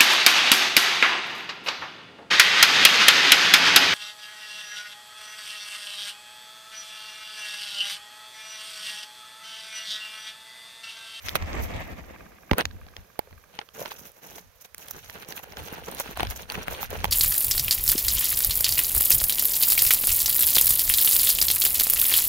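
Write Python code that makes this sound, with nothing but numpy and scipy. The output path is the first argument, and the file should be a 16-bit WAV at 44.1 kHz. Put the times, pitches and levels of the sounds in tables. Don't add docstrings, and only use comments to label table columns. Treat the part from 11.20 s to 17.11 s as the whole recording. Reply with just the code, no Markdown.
import sys
import numpy as np
from scipy import signal
from scipy.fft import rfft, irfft
from scipy.io import wavfile
from scipy.ndimage import uniform_filter1d

SR = 44100
rng = np.random.default_rng(int(sys.argv[2]) if len(sys.argv) > 2 else 0)


def master_out(mix):
    frames = np.transpose(np.atleast_2d(mix))
    ceiling = np.clip(frames, -1, 1)
    pcm = np.round(ceiling * 32767).astype(np.int16)
    wavfile.write(sys.argv[1], SR, pcm)


N = 260542

# (frequency [Hz], gain [dB])
AIR_SPECTRUM = [(59, -49), (100, 2), (186, -4), (291, -18.5), (486, 4), (778, -3.5), (1610, -3), (3050, -9),
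                (6450, -12.5), (7650, -20), (13900, -11.5), (15500, -21), (16500, -40)]
# (frequency [Hz], gain [dB])
BUFFET_SPECTRUM = [(12, -3.5), (20, -21), (47, 5), (87, 5), (103, 2.5), (135, -14.5), (250, -12.5),
                   (320, -28.5), (550, -120)]
# (peak time [s], length [s], level [dB])
AIR_PUFFS = [(0.252, 0.47, -32), (0.54, 0.65, -43.5), (1.326, 0.029, -21), (1.466, 0.28, -41.5),
             (1.789, 0.053, -43), (2.1, .3, -53.5), (2.646, 0.28, -57.5), (3.093, 0.12, -58),
             (3.75, 0.35, -53), (4.546, 0.99, -49), (5.019, .25, -33.5), (5.362, 0.14, -40.5),
             (5.487, 0.092, -40.5), (5.81, 0.43, -30.5)]
# (frequency [Hz], gain [dB])
RUSH_SPECTRUM = [(71, -15), (120, -5.5), (286, -6), (718, -3.5), (771, -3), (1260, -7.5), (2200, -2.5),
                 (4700, -22.5), (9000, -17), (11700, -86), (19800, -120)]
# (frequency [Hz], level [dB], 60 dB decay time [s])
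FUSELAGE_MODES = [(1184, -2.5, 0.019), (1600, -4, 0.021), (2390, -1.5, 0.011)]
# (time [s], level [dB])
GROUND_THUDS = [(1.3138, -7), (1.665, -42), (2.125, -43.5), (4.087, -33), (4.525, -29), (4.89, -29),
                (5.321, -37), (5.481, -29), (5.842, -28)]
# (time [s], level [dB], ring pitch [Hz], treble re body [dB], left minus right [dB])
SHARP_SNAPS = [(.085, -15.5, 3530, -16, 17), (.091, -15, 3200, -6, 5), (.154, -8.5, 700, -1, -2.5),
               (1.312, -9.5, 840, -20, -7.5), (1.3145, -13, 597, -30, 0), (1.332, -10, 1030, -16, 3.5),
               (1.382, -9, 500, -0.5, 7), (1.39, -17.5, 600, -25, -8), (1.408, -9, 1760, -16, 2),
               (1.453, -10.5, 3440, -14, 6), (1.511, -36, 1670, -28, -3.5), (1.665, -32.5, 756, -21, 6),
               (1.686, -41.5, 1640, -27, -7.5), (1.765, -21, 3340, -18, 7.5),
               (1.991, -9.5, 840, -7.5, -1.5), (2.108, -40, 900, -22, 2.5), (2.127, -35.5, 584, -22, 0),
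               (2.389, -14.5, 830, -39, 9.5), (2.414, -30, 756, -37, -9.5), (2.488, -35.5, 1200, -17, -3),
               (2.652, -25, 655, -22, 3), (2.658, -25.5, 930, -24, -12.5), (2.717, -22.5, 1100, -21, 1.5),
               (2.792, -38.5, 553, 11, 2), (2.869, -45, 501, 13, -1), (2.917, -54, 536, 16, -1),
               (3.15, -47, 2090, 6, -1), (3.159, -42, 2130, 14, -7.5), (3.181, -36, 1990, .6, 1.5),
               (3.447, -42, 1570, -4, -5.5), (3.545, -28, 5950, 6, 3), (3.58, -36.5, 2160, 14, 2.5),
               (3.683, -30, 3330, 10, 3.5), (3.709, -25, 5250, -2, 2.5), (3.897, -27, 2360, -5, -0.5),
               (4.023, -33, 2470, -17, -2.5), (4.087, -40, 732, 18, -1.2), (4.123, -24, 1810, -6, -4.5),
               (4.236, -33.5, 610, 7, 1.8), (4.322, -34, 2220, -24, -8), (4.369, -24, 1710, -19, 3.5),
               (4.526, -28.5, 614, 1, 1.5), (4.713, -41.5, 2390, 18.5, 3.5), (4.747, -39, 585, 20, 4.5),
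               (4.781, -32, 680, 5, 1), (4.799, -17, 570, 7, 5), (4.972, -17.5, 690, -2.5, 3.5),
               (4.996, -11.5, 1060, -21, 2.5), (5.005, -11, 825, -7.5, 10.5), (5.03, -11, 730, -7, 6),
               (5.069, -19.5, 1630, -14, 6), (5.108, -21, 2080, 4, 3.5), (5.299, -13.5, 2520, -16, 7.5),
               (5.32, -23.5, 2380, 5.5, 4), (5.481, -10, 800, -12, 7.5), (5.629, -13.5, 786, -4, 5),
               (5.704, -36.5, 571, 14, -6), (5.842, -6, 815, -5.5, 1.5), (5.853, -13, 940, -26, 0.6)]
# (frequency [Hz], gain [dB])
CRACK_SPECTRUM = [(150, -14.5), (400, -5), (900, -3.5), (2200, -1.5), (4500, -0.5), (6500, -5), (8500, -25)]
# (frequency [Hz], gain [dB])
CRUNCH_SPECTRUM = [(71, -37), (120, -9), (291, -15), (445, -8), (510, -9), (1460, -7.5), (2280, -6.5),
                   (4420, -11.5), (7000, -73), (9100, -1), (15400, -120)]
# (frequency [Hz], gain [dB])
SWISH_SPECTRUM = [(3000, -6.5), (4200, -16.5), (5300, -5.5), (6600, -0.5), (7600, -11.5), (9500, -13),
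                  (12200, 1), (14500, -4), (16000, -4)]
STALK_RINGS_HZ = [180, 300, 500, 800, 1300, 2100, 3400, 5500]
# (peak time [s], length [s], crunch level [dB], swish level [dB], crunch brightness [dB])
STRAW_SCRAPES = [(0.076, 0.1, -50, -43, 15.5), (.158, 0.015, -23, -32, -2), (0.43, 0.045, -60, -47.5, 0),
                 (1.396, 0.033, -21.5, -38, -3), (1.779, .06, -55.5, -60, -4),
                 (2.353, 0.049, -50.5, -64, -4), (2.404, 0.045, -49, -69, -4),
                 (2.607, 0.052, -39.5, -38.5, -13), (2.663, 0.044, -40, -50, 3),
                 (2.715, 0.022, -38.5, -43.5, 8), (2.795, 0.025, -64, -44, -4),
                 (2.864, 0.06, -53, -47.5, 6), (2.97, 0.055, -57.5, -56, -13), (3.188, 0.019, -47, -48, 12),
                 (3.415, 0.028, -55, -47, 8), (3.452, 0.019, -49, -44, 8), (3.612, 0.063, -48.5, -45.5, 2),
                 (3.711, 0.015, -62, -36.5, 4), (3.764, 0.049, -50, -54, -16),
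                 (3.962, 0.031, -38, -54, -4.5), (4.025, 0.05, -41.5, -65, 2),
                 (4.107, 0.052, -41.5, -41, 1), (4.175, 0.035, -42, -36, 1), (4.236, 0.014, -43, -41, -10),
                 (4.39, 0.047, -39.5, -46, -2), (4.464, 0.06, -42, -43.5, -2),
                 (4.537, 0.023, -40, -45, -12), (4.682, 0.039, -37, -52, -12), (4.801, 0.039, -37, -34, 10),
                 (5.006, 0.084, -36, -49, 2), (5.106, 0.037, -41.5, -36, 15),
                 (5.164, 0.016, -65, -34.5, -5), (5.211, 0.051, -40.5, -45.5, -1.5),
                 (5.346, 0.035, -41.5, -42, -6), (5.382, 0.02, -38.5, -59, -15),
                 (5.428, 0.015, -55, -36, 0), (5.526, 0.051, -36.5, -39, -11),
                 (5.62, 0.067, -40.5, -38.5, 10), (5.738, 0.076, -38.5, -46, -11),
                 (5.848, 0.018, -35, -29, 4)]
# (start [s], length [s], crunch level [dB], swish level [dB],
# crunch brightness [dB], level change from start to end [dB])
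PLANT_STEPS = [(1.321, 0.1, -42.5, -82, -13.5, -8), (1.46, 0.94, -62.5, -96, -11.5, -8),
               (2.549, 0.32, -51, -51, -7.5, -6.5), (3.03, 0.16, -48.5, -49.5, -6, 1),
               (3.592, 0.2, -51.5, -51, -2.5, 6), (3.841, 0.17, -48, -52, -1, 1.5),
               (4.063, .27, -50.5, -61.5, -6, 5.5), (4.363, 0.22, -42, -55, -5, 7),
               (4.64, 0.273, -43.5, -49.5, 0.5, 3), (4.968, .27, -43.5, -56, -1, -10),
               (5.294, 0.14, -39, -51, -6.5, 0.5), (5.474, 0.16, -39, -52, -3.5, 1),
               (5.707, 0.18, -42, -49, 2, -3)]
# (frequency [Hz], left minus right [dB])
PORT_DIFFERENCE = [(60, 3), (300, -5.5), (2000, -5.5), (15000, -10.5)]

AIR_DB, TOP_HZ = -61.5, 16000
PUFF_RISE_SHARE, CALM_DB = 0.31, -65
RUSH_DB, RUSH_ATTACK_S, RUSH_LEAVES_S, RUSH_FADE_DB_PER_S = -35.5, .17, 0.47, 27
RUSH_BRIGHT_DB, RUSH_BRIGHT_S, RUSH_DARKENS_DB_PER_S = 27, 0.1, 7
SLEEVE_DB = -23.5
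TURN_S, KNOCK_AT_S, TURN_JITTER_S, KNOCK_ENDS_S = .0559, 1.512, .004, 2.3
KNOCK_DB, KNOCK_FADE_DB_PER_S, KNOCK_SCATTER_DB, FLUTTER_DB = -33.5, 5, 3, 1.5
KNOCK_SOFT_S = 0.0013
THUD_HZ, THUD_T60_S = 132, 0.024
SNAP_ONSET_DB, SNAP_RUSTLE_DB, RUSTLE_T60_S = -22, -28, 0.042
LAG_MS_PER_DB, CENTRE_PAN_DB, LAG_SCATTER_MS = 0.14, 3, .12
CRACK_TOP_RATIO = 2.84
RING_SHARE, RING_CYCLES = 0.52, 2.5
STEP_ATTACK_S, STEP_RELEASE_DB_PER_S = 0.016, 325
STILL_SWISH_DB = -67.5
SCRAPE_RISE_SHARE = 0.43
PLANTS_PAN_DB, THROW_PAN_DB = 4, 2.5


def undb(db):
    return 10 ** (np.asarray(db) / 20)


def unit(x):
    return x / np.sqrt(np.mean(x ** 2))


def colour(x, points, size=4096):
    hz, db = np.transpose(points)
    bins = np.fft.rfftfreq(size, 1 / SR)
    log_gain = np.interp(np.log(bins + 1), np.log(hz), db) * np.log(10) / 20
    cepstrum = irfft(log_gain)
    cepstrum[1:size // 2] *= 2
    cepstrum[size // 2 + 1:] = 0
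    taps = irfft(np.exp(rfft(cepstrum)))
    return signal.fftconvolve(x, taps[None], axes=1)[:, :x.shape[1]]


def tilt(x, dull_gain, bright_gain):
    dull = signal.sosfiltfilt(signal.butter(1, 1050, fs=SR, output="sos"), x)
    return dull_gain * dull + bright_gain * (x - dull)


def walk(rate):
    hold = int(SR / rate)
    held = np.repeat(rng.standard_normal(N // hold + 1), hold)
    return 1.06 * uniform_filter1d(held, hold)[:N]


def swells(s, length, rise_share):
    t = np.arange(N) / SR - np.asarray(s)[:, None]
    share = np.where(t < 0, rise_share, 1 - rise_share)
    return np.exp(-2 * (t / (length[:, None] * share)) ** 2)


def grains(rate, scatter_db, lag_ms, count=60000):
    when, size, side, sign = rng.random((count, 4)).T
    active = np.arange(count) < rate * N / SR
    gain = undb(-scatter_db * np.log(1 - .995 * size)) * np.sign(sign - .5) * active
    at = when * (N - 100) + 50
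    lag = (side - .5) * lag_ms * SR / 1000
    return np.array([np.bincount((at + way * lag).astype(int), gain, N) for way in (.5, -.5)])


def rustle(points, rings_hz, rate, scatter_db, lag_ms, smear_db, flicker_db, flicker_rate, lump_db):
    t = np.arange(600) / SR
    flicker = flicker_db * walk(flicker_rate)
    stalks = 0
    for hz in rings_hz:
        tail = undb(smear_db) * rng.standard_normal((2, len(t))) * np.exp(-t / 0.0014)
        tail[:, 0] = 1
        broken = signal.fftconvolve(grains(rate, scatter_db, lag_ms), tail, axes=1)[:, :N]
        bunched = broken * undb(flicker + lump_db * walk(0.65 * flicker_rate))
        ring = signal.lfilter(*signal.iirpeak(hz, 2.3, SR), bunched)
        stalks = stalks + unit(ring)
    return unit(colour(stalks, points))


def air():
    both, left, right = rng.standard_normal((3, N))
    noise = np.array([left + 0.51 * both, right + 0.7 * both])
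    return undb(AIR_DB) * unit(colour(noise, AIR_SPECTRUM))


def buffeting():
    both, left, right = rng.standard_normal((3, N))
    noise = np.array([left + .5 * both, right + .5 * both])
    return unit(colour(noise * undb(4.7 * walk(30)), BUFFET_SPECTRUM))


def puffs():
    s, length, db = np.transpose(AIR_PUFFS)
    return np.sqrt(undb(CALM_DB) ** 2 + undb(db) ** 2 @ swells(s, length, PUFF_RISE_SHARE))


def thuds():
    t = np.arange(SR // 10) / SR
    bent_time = t + 0.0042 * (1 - np.exp(-t / 0.0025))
    thud = np.sin(2 * np.pi * THUD_HZ * bent_time) * undb(-60 * t / THUD_T60_S)
    s, db = np.transpose(GROUND_THUDS)
    blows = np.bincount(((s + 0.00148) * SR).astype(int), undb(db), N)
    return np.convolve(blows, thud)[:N]


def motor():
    turns = np.arange(-22, int((KNOCK_ENDS_S - KNOCK_AT_S) / TURN_S) + 1)
    late, size = rng.standard_normal((len(turns), 2)).T
    s = KNOCK_AT_S + TURN_S * turns + TURN_JITTER_S * late
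    level_db = KNOCK_DB - KNOCK_FADE_DB_PER_S * s + KNOCK_SCATTER_DB * size
    blows = np.bincount((s * SR).astype(int), undb(level_db), N)
    t = np.arange(SR // 20) / SR
    ring = sum(undb(db - 60 * t / t60) * np.sin(2 * np.pi * hz * t) for hz, db, t60 in FUSELAGE_MODES)
    return np.convolve(blows, ring * (1 - np.exp(-t / KNOCK_SOFT_S)))[:N]


def flight():
    t = np.arange(N) / SR
    gone = np.maximum(t - RUSH_LEAVES_S, 0)
    rush_db = RUSH_DB - 30 * np.exp(-2 * t / RUSH_ATTACK_S) - RUSH_FADE_DB_PER_S * gone
    rush_db += FLUTTER_DB * np.cos(2 * np.pi * (t - KNOCK_AT_S) / TURN_S)
    bright_db = RUSH_BRIGHT_DB * np.exp(-t / RUSH_BRIGHT_S) - RUSH_DARKENS_DB_PER_S * gone
    return rush_db, bright_db


def throw(swish, crackle):
    rush_db, bright_db = flight()
    rush = rustle(RUSH_SPECTRUM, STALK_RINGS_HZ, rate=1500, scatter_db=2.8, lag_ms=1.1, smear_db=-12,
                  flicker_db=2.2, flicker_rate=45, lump_db=3.2)
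    stream = rush + undb(-19) * crackle
    stream = tilt(stream, undb(rush_db - bright_db / 2), undb(rush_db + bright_db / 2))
    return stream + undb(rush_db + SLEEVE_DB) * swish


def snaps():
    lead = int(.03 * SR)
    t = (np.arange(4 * lead) - lead) / SR - .0013
    after = np.maximum(t, 0)
    out = np.zeros((2, N + len(t) + lead))
    treble = signal.butter(3, 8500, "high", fs=SR, output="sos")
    crack = np.exp(np.where(t < 0, t / .0003, -t / .0009))
    onset_db = SNAP_ONSET_DB + 300 * t / RUSTLE_T60_S
    rustle_db = SNAP_RUSTLE_DB - 60 * t / RUSTLE_T60_S
    shape = crack + undb(np.where(t < 0, onset_db, rustle_db))
    for s, db, hz, treble_db, pan_db in SHARP_SNAPS:
        both, own = rng.standard_normal(len(t)), rng.standard_normal((2, len(t)))
        lag_ms = LAG_MS_PER_DB * (CENTRE_PAN_DB - pan_db) + LAG_SCATTER_MS * rng.standard_normal()
        burst = (both + .6 * own) * shape
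        mid = colour(burst, CRACK_SPECTRUM + [(TOP_HZ, -60)], size=512)
        mid_top = signal.butter(2, min(CRACK_TOP_RATIO * hz, SR / 3), fs=SR, output="sos")
        mid = signal.sosfilt(mid_top, mid)
        ring = RING_SHARE * np.sin(2 * np.pi * hz * after) * np.exp(-after * hz / RING_CYCLES)
        body = mid / abs(mid).max() + ring
        high = signal.sosfilt(treble, burst)
        sound = body / abs(body).max() + undb(treble_db) * high / abs(high).max()
        for ear, way in enumerate((.5, -.5)):
            i = int((s + way * lag_ms / 1000) * SR)
            out[ear, i:i + len(t)] += undb(db + way * pan_db) * sound[ear]
    return out[:, lead:N + lead]


def scrapes():
    t = np.arange(N) / SR
    power = np.zeros((3, N))
    power[-1] = undb(STILL_SWISH_DB) ** 2
    for s, length, crunch_db, swish_db, bright_db, change_db in PLANT_STEPS:
        drift_db = change_db * (np.clip((t - s) / length, 0, 1) - .5)
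        release_db = STEP_RELEASE_DB_PER_S * np.maximum(t - s - length, 0)
        attack = np.clip((t - s) / STEP_ATTACK_S + 1, 0, 1)
        levels = undb([[crunch_db - bright_db / 2], [crunch_db + bright_db / 2], [swish_db]])
        power += (levels * undb(drift_db - release_db) * attack) ** 2
    s, length, crunch_db, swish_db, bright_db = np.transpose(STRAW_SCRAPES)
    powers = undb([crunch_db - bright_db / 2, crunch_db + bright_db / 2, swish_db]) ** 2
    return np.sqrt(power + powers @ swells(s, length, SCRAPE_RISE_SHARE))


def plants(swish, crackle):
    dull_gain, bright_gain, swish_gain = scrapes()
    crunch = rustle(CRUNCH_SPECTRUM, STALK_RINGS_HZ, rate=550, scatter_db=3.5, lag_ms=1.01, smear_db=-20.5,
                    flicker_db=1.5, flicker_rate=76, lump_db=4.5)
    crunching = tilt(crunch, dull_gain, bright_gain)
    return crunching + swish_gain * swish + bright_gain * undb(-11.0) * crackle


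def scene():
    swish = rustle(SWISH_SPECTRUM, [3860, 5800, 8100, 11900, 15000, 16800], rate=3900, scatter_db=6.0,
                   lag_ms=1.0, smear_db=-17.5, flicker_db=2.5, flicker_rate=110, lump_db=3.5)
    breaks = grains(rate=200, scatter_db=3.5, lag_ms=0.76)
    crackle = unit(colour(breaks, CRACK_SPECTRUM + [(TOP_HZ, -24)]))
    sides = np.array([[.5], [-.5]])
    background = air() + puffs() * buffeting() + thuds() + motor()
    thrown = throw(swish, crackle) * undb(sides * THROW_PAN_DB)
    walked = plants(swish, crackle) * undb(sides * PLANTS_PAN_DB)
    return background + thrown + snaps() + walked


def record(dry):
    ports = []
    for ear, way in enumerate((.5, -.5)):
        response = [(hz, way * db) for hz, db in PORT_DIFFERENCE]
        ports.append(colour(dry[[ear]], response, size=512)[0])
    rounded = 1.2 * np.tanh(np.array(ports) / 1.2)
    return signal.sosfilt(signal.ellip(8, .3, 60, TOP_HZ, fs=SR, output="sos"), rounded)


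dry = scene()
out = record(dry)
master_out(out)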